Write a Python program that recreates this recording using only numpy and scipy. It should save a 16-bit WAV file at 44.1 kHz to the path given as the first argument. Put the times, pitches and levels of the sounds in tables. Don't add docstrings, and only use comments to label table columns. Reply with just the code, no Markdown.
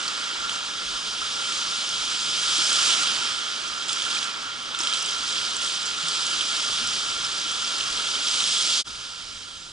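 import sys
import numpy as np
from scipy import signal
from scipy.fft import rfft, irfft, next_fast_len
from scipy.io import wavfile
from scipy.ndimage import uniform_filter1d

SR = 44100
rng = np.random.default_rng(int(sys.argv[2]) if len(sys.argv) > 2 else 0)


def level_to_linear(level):
    exponent = np.asarray(level, float) / 20
    return 10 ** exponent


def generate_wav(sig):
    pcm = np.round(np.clip(np.atleast_2d(sig).T, -1, 1) * 32767).astype(np.int16)
    wavfile.write(sys.argv[1], SR, pcm)


N = 428642
TIME = np.arange(N) / SR
SIZE = next_fast_len(N + 4096)
HZ = np.fft.rfftfreq(SIZE, 1 / SR)
CUT_S = 8.836


def evened(x):
    return x / np.sqrt(np.mean(x ** 2) + 1e-20)


def read(points, hz):
    f, value = np.transpose(points)
    return np.interp(np.log(hz + 1), np.log(f + 1), value)


def shaped(x, gain):
    return irfft(rfft(x, SIZE) * gain, SIZE)[..., :N]


def drift(rate, shape):
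    width = max(round(1 / rate), 1)
    smooth = uniform_filter1d(rng.standard_normal(shape), width)
    return evened(uniform_filter1d(smooth, width))


LAYER_HZ = (4000, 7500, 1600, 500)
GRAINY = (1.17, 1.95, 0.39, 0.094)


def surf():
    levels, spray = waves()
    case = case_gain()
    foam = shaped(bubbles(spread_db=4.0, cycles=4.74, glide=0.081, clump_db=1.0, count=25000), case)
    smooth = shaped(hiss(patchy_db=0.82, surge_db=0.13, flicker_db=0.41), case)
    out = np.zeros((2, N))
    for hz, level, grainy in zip(LAYER_HZ, levels, GRAINY):
        part = read([(f, f == hz) for f in sorted(LAYER_HZ)], HZ)
        hissing, popping = shaped(np.array([smooth, foam]), part)
        share = np.clip(grainy * spray, 0, 1)
        water = np.sqrt(1 - share) * evened(hissing) + np.sqrt(share) * evened(popping)
        out += level_to_linear(level) * water
    return out


# (time [s], wash level [dB], share heard as separate bubbles [0-1])
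NEAR_WAVES = [(0, -32.5, 0.2), (.6, -34.5, 0.14), (1, -33, 0.01), (1.4, -31.5, 0), (2.27, -29.5, .1),
              (2.58, -25.5, 0), (2.87, -24.5, 0.08), (3.41, -32.5, 0.12), (3.85, -34.5, .15),
              (4.45, -37, 0.08), (4.77, -37.5, 0.08), (5.25, -31.5, 0.19), (5.98, -32.5, 0.11),
              (6.15, -29, 0.16), (6.84, -29, 0.08), (7.2, -31.5, 0.15), (8.2, -29.5, 0.1),
              (8.83, -24.5, 0.1)]
# (time [s], level in the main case ring [dB])
FAR_SURF = [(0, -37), (.51, -37.5), (.76, -40.5), (1.37, -38), (2.32, -39), (2.6, -35), (2.87, -32),
            (3.1, -33.5), (3.35, -37.5), (3.7, -39.5), (4.21, -36.5), (4.58, -41.5), (4.9, -37),
            (5.6, -39.5), (6.51, -37), (7.3, -38.5), (8.05, -37.5), (8.83, -39)]
# (level at first [dB], fall after a second [dB])
CALM_SHORE = [
    (-38, 8),
    (-46.5, 5.5),
    (-46, 8.5),
    (-54.5, 7),
]


def waves():
    s, near_db, bubbly = np.transpose(NEAR_WAVES)
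    jump_db, burst_db = slaps()
    wash = np.interp(TIME, s, near_db) + jump_db
    far = np.interp(TIME, *np.transpose(FAR_SURF))
    near_rise = wash + 30.5
    far_rise = far + 38
    fizz = -38.5 + 1.35 * near_rise + burst_db
    ring = far + 0.077 * jump_db
    roar = -47.5 + 0.27 * far_rise + 0.28 * near_rise
    after = TIME > CUT_S
    drained = (after * (TIME - CUT_S)) ** 1.5
    calm = [db - fall * drained for db, fall in CALM_SHORE]
    spray = np.interp(TIME, s, bubbly) + 0.02 * jump_db
    return np.where(after, calm, [wash, fizz, ring, roar]), np.where(after, 0.05, spray)


# (time [s], jump [dB], hold [s])
SLAPS = [(0.49, 2.5, .015), (1.433, 1.1, 0.16), (2.84, 1, 0.035), (3.88, 4.5, 0.36), (3.924, -0.5, .02),
         (4.096, 2, 0.055), (4.788, 5.5, 0.11), (4.93, 3, 0.16), (5.266, 1.5, .26), (5.61, 3, 0.12),
         (5.857, 1.5, .03), (6.057, 1, 0.036), (8.26, 1.5, 0.29)]


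def slaps():
    rise_s, fall_s = 0.008, 0.056
    burst_s, burst_share = 0.018, 0.79
    jump_db, burst_db = np.zeros((2, N))
    for s, db, hold in SLAPS:
        t = np.maximum(TIME - s, 0)
        rise = db * np.minimum(t / rise_s, 1)
        jump_db += rise * np.exp(-np.maximum(t - hold, 0) / fall_s)
        burst_db += burst_share * rise * np.exp(-t / burst_s)
    return jump_db, burst_db


def bubbles(spread_db, cycles, glide, clump_db, count):
    where, pitch, luck, phase = rng.random((count, 4)).T[..., None]
    hz, n = 900 + 10000 * pitch, np.arange(160)
    turns = hz * n / SR
    ring = np.sin(2 * np.pi * (turns * (1 + glide * turns / cycles) + phase))
    ring *= turns * np.exp(-3 * turns / cycles)
    size = level_to_linear(spread_db * np.minimum(-np.log(luck), 4))
    ring *= size / np.linalg.norm(ring, axis=1, keepdims=True)
    at = (where * N).astype(int) + n
    x = np.bincount(at.ravel(), ring.ravel(), N + len(n))[:N]
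    clumps = level_to_linear(clump_db * drift(40 / SR, N))
    return evened(with_scatter(x * clumps, 0.019))


def hiss(patchy_db, surge_db, flicker_db):
    frames = N // 64 + 5
    a, b = rng.standard_normal((frames, 129, 2, 2)).T
    patches = evened(uniform_filter1d(drift(.04, (129, frames)), 5, axis=0))
    field_db = patchy_db * patches + surge_db * drift(0.02, frames) + flicker_db * drift(.2, frames)
    noise = signal.istft((a + 1j * b) * level_to_linear(field_db), nperseg=256, noverlap=192)[1]
    return evened(noise[:, :N])


# (time [s], peak level [dB], pitch [Hz])
DROPS = [(.0794, -14.5, 4500), (.4944, -15, 3150), (1.5216, -16.5, 3350), (3.823, -17, 3300),
         (2.4912, -16, 3750), (2.5686, -15, 3820), (2.9367, -12, 3340), (4.168, -18, 2400),
         (3.997, -16.5, 3130), (4.0203, -12, 3370), (4.051, -15, 3200), (4.2283, -17, 3310),
         (4.7476, -14, 3500), (4.7895, -18, 3320), (4.8048, -15, 5350), (4.8717, -11, 3140),
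         (4.9262, -13, 3150), (4.936, -13.5, 3910), (4.946, -16, 3200), (5.026, -20, 5900),
         (5.0863, -17, 3380), (5.7728, -17, 3290), (6.4091, -11.5, 3170), (6.7286, -16, 3400),
         (7.2474, -15, 5170), (7.8077, -16, 3020), (8.1539, -14.5, 3370), (8.2826, -15, 5400),
         (8.3537, -19, 3310), (8.4058, -14, 3600)]
# (time [s], peak level [dB], pitch [Hz])
TICKS = [(1.8908, -19.5, 6790), (0.0808, -22, 5400), (4.63, -32, 9500), (2.581, -17, 7160),
         (2.7067, -22, 7070), (2.729, -15, 7520), (2.83, -19, 7220), (2.8714, -20, 7220),
         (2.9073, -17, 6610), (3.8838, -21, 7270), (3.9302, -15.5, 7380), (4.2288, -21.5, 7120),
         (4.789, -19.5, 7400), (4.8125, -21, 6500), (4.8346, -17, 7800), (4.9906, -26, 7960),
         (5.0604, -22, 7290), (5.5672, -20, 7310), (5.026, -22, 9800), (5.8571, -21, 7670),
         (6.0846, -15.5, 7360), (6.2672, -20, 6660), (6.567, -21, 8200), (6.874, -20, 7270),
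         (7.515, -21, 7500), (7.7832, -18.5, 7120), (8.3357, -23, 7630), (8.4038, -22, 8020),
         (8.5195, -22, 7340), (8.666, -22, 7560)]
# (time [s], peak level [dB], pitch [Hz], time to fade by 60 dB [s])
PLOPS = [
    (4.802, -26, 330, 0.037),
    (4.803, -20, 1200, .03),
    (4.803, -28, 910, 0.035),
    (2.99, -33, 790, .034),
    (6.81, -36, 235, 0.2),
    (6.7, -40, 138, .15),
    (6.84, -45, 65, .3),
    (2.58, -35, 330, .1),
    (6.03, -40, 160, 0.27),
    (1.218, -19, 1300, .025),
]


def close_splashes():
    drops = [(*row, 0.014) for row in DROPS]
    ticks = [(*row, 0.0072) for row in TICKS]
    close = splashes(drops, glide=0.042, crack=0.19, fizz=0.069)
    close += splashes(ticks, glide=0.05, crack=1.2, fizz=0.18)
    close += splashes(PLOPS, glide=0.092, crack=.05, fizz=.01)
    return close


def splashes(rows, glide, crack, fizz):
    x, t = np.zeros(N + 8000), np.arange(8000) / SR
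    for s, db, hz, t60 in rows:
        burst = signal.lfilter([1, 0, 0, 0, -1], [1], rng.standard_normal(len(t)))
        ring = np.sin(2 * np.pi * hz * t * (1 + glide * t / t60)) * level_to_linear(-60 * t / t60)
        noise = burst * (crack * level_to_linear(-100 * t / t60) + fizz * level_to_linear(-12 * t / t60))
        onset = np.minimum(t * hz / 1.83, 1)
        at = round(s * SR)
        x[at:at + len(t)] += level_to_linear(db) * onset * (ring + noise)
    return with_scatter(x[:N], 0.027)


def with_scatter(x, t60):
    t = np.arange(600) / SR
    smear = rng.standard_normal(len(t)) * level_to_linear(-60 * t / t60)
    return np.array([x, signal.oaconvolve(x, smear / np.linalg.norm(smear))[:N]])


# (time [s], rise [dB], length [s])
GUSTS = [(.41, 6, .05), (.92, 11, 0.077), (1.98, 6, .15), (3.11, 5, .25), (5.3, 3, .3), (6.85, 9, .15),
         (7.23, 6, 0.2), (7.63, 5, .15), (7.95, 7, .12), (8.31, 3, .05), (8.92, 4, .15)]


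def wind():
    level_db = np.where(TIME > CUT_S, -55.5, -61.5)
    for s, db, length in GUSTS:
        level_db = level_db + db * np.exp(-((TIME - s) / length) ** 2)
    lumps = rng.standard_normal((N, 2)).T * level_to_linear(1.4 * drift(8 / SR, N))
    rumble = HZ ** 2 / (HZ ** 2 + 18 ** 2) / (1 + (HZ / 60) ** 1.17)
    return level_to_linear(level_db) * evened(shaped(lumps, rumble))


# (pitch [Hz], level per Hz [dB])
CASE_COLOR = [(53, -51), (90, -18.5), (256, -11.5), (774, -14), (1070, -8), (1360, 1), (1530, -7.5),
              (1990, -14.5), (3230, -1.5), (4190, -7.5), (5230, -2.5), (5900, -7.5), (7660, -7.5),
              (9560, -14), (11000, -21.5), (14300, -81), (22000, -120)]
# (pitch [Hz], width [Hz], level [dB])
RIPPLE = [(970, 160, 1.5), (1500, 110, -2.5), (1650, 140, 3.5), (2250, 280, 1.5), (2600, 300, -2.5),
          (5900, 230, -2.5), (6150, 320, 2.5), (7460, 500, 1)]
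# (pitch [Hz], width [Hz], level [dB])
MAIN_RING = [(1392, 75, 5), (1290, 90, -1), (1060, 60, -2.5)]


def case_gain():
    db = read(CASE_COLOR, HZ)
    for f, width, peak in RIPPLE + MAIN_RING:
        db = db + peak / (1 + (2 * (HZ - f) / width) ** 2)
    log_gain = np.log(level_to_linear(np.maximum(db, -100)))
    folded = irfft(log_gain, SIZE)
    folded[1:SIZE // 2] *= 2
    folded[SIZE // 2 + 1:] = 0
    return np.exp(rfft(folded))


def scene():
    return surf() + level_to_linear(-0.7) * close_splashes() + wind()


# (pitch [Hz], likeness [0-1])
LIKENESS = [(60, 0.91), (300, 0.8), (650, 0.44), (1000, 0.93), (1380, 1), (1600, 0.5), (2000, 0.65),
            (2400, 0.8), (3100, 0.89), (5200, 0.95), (5900, 0.97), (6300, 0.58), (7800, 0.54), (9800, 0.55),
            (10600, 1)]
# (pitch [Hz], phase [radians])
LEFT_LEAD = [(20, 0.27), (120, -0.12), (300, -0.68), (600, -1.26), (740, -1.2), (900, -1.53), (1450, -1.34),
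             (1660, -0.76), (1920, -1.8), (2100, -1.6), (2650, -1.22), (3450, -0.83), (5500, -0.54),
             (7400, -0.42)]
# (pitch [Hz], left minus right [dB])
TILT = [(60, -2), (97, 1), (160, 0.0), (250, 0.5), (400, -0.5), (650, 0), (1050, 0.5), (1680, -2),
        (2710, -3), (4370, -3), (7030, -2), (11300, -1)]


def ports(dry):
    same, weaker = np.clip(read(LIKENESS, HZ), 0, 1), level_to_linear(-read(TILT, HZ))
    common = weaker * same * np.exp(-1j * read(LEFT_LEAD, HZ))
    own = weaker * np.sqrt(1 - same ** 2)
    middle = np.sqrt(abs(1 + common) ** 2 + own ** 2) / 2
    edge = 1 / middle / (1 + (HZ / 11060) ** 200)
    left = shaped(dry[0], edge)
    right = shaped(dry[0], common * edge) + shaped(dry[1], own * edge)
    return left, right


# (time [s], left minus right [dB])
CAMERA_TURN = [
    (0, -3),
    (.78, -2.5),
    (2.49, -2),
    (3.03, -3.5),
    (5.25, -3),
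    (6.33, -2.5),
    (8.85, -2),
    (9.23, -4),
    (9.72, -3.5),
]


def camera_turn():
    turn_db = np.interp(TIME, *np.transpose(CAMERA_TURN))
    return level_to_linear((turn_db - turn_db.mean()) / 2)


def roll_off(x):
    return signal.sosfilt(signal.butter(12, 11920, fs=SR, output="sos"), x)


def record(dry):
    left, right = ports(dry)
    turn = camera_turn()
    fade_s = 0.047
    fade = np.sin(np.pi / 2 * np.clip(abs(TIME - CUT_S) / fade_s, .04, 1)) ** 2
    mix = np.array([left * turn, right / turn]) * fade
    return roll_off(mix)


dry = scene()
out = record(dry)
generate_wav(out)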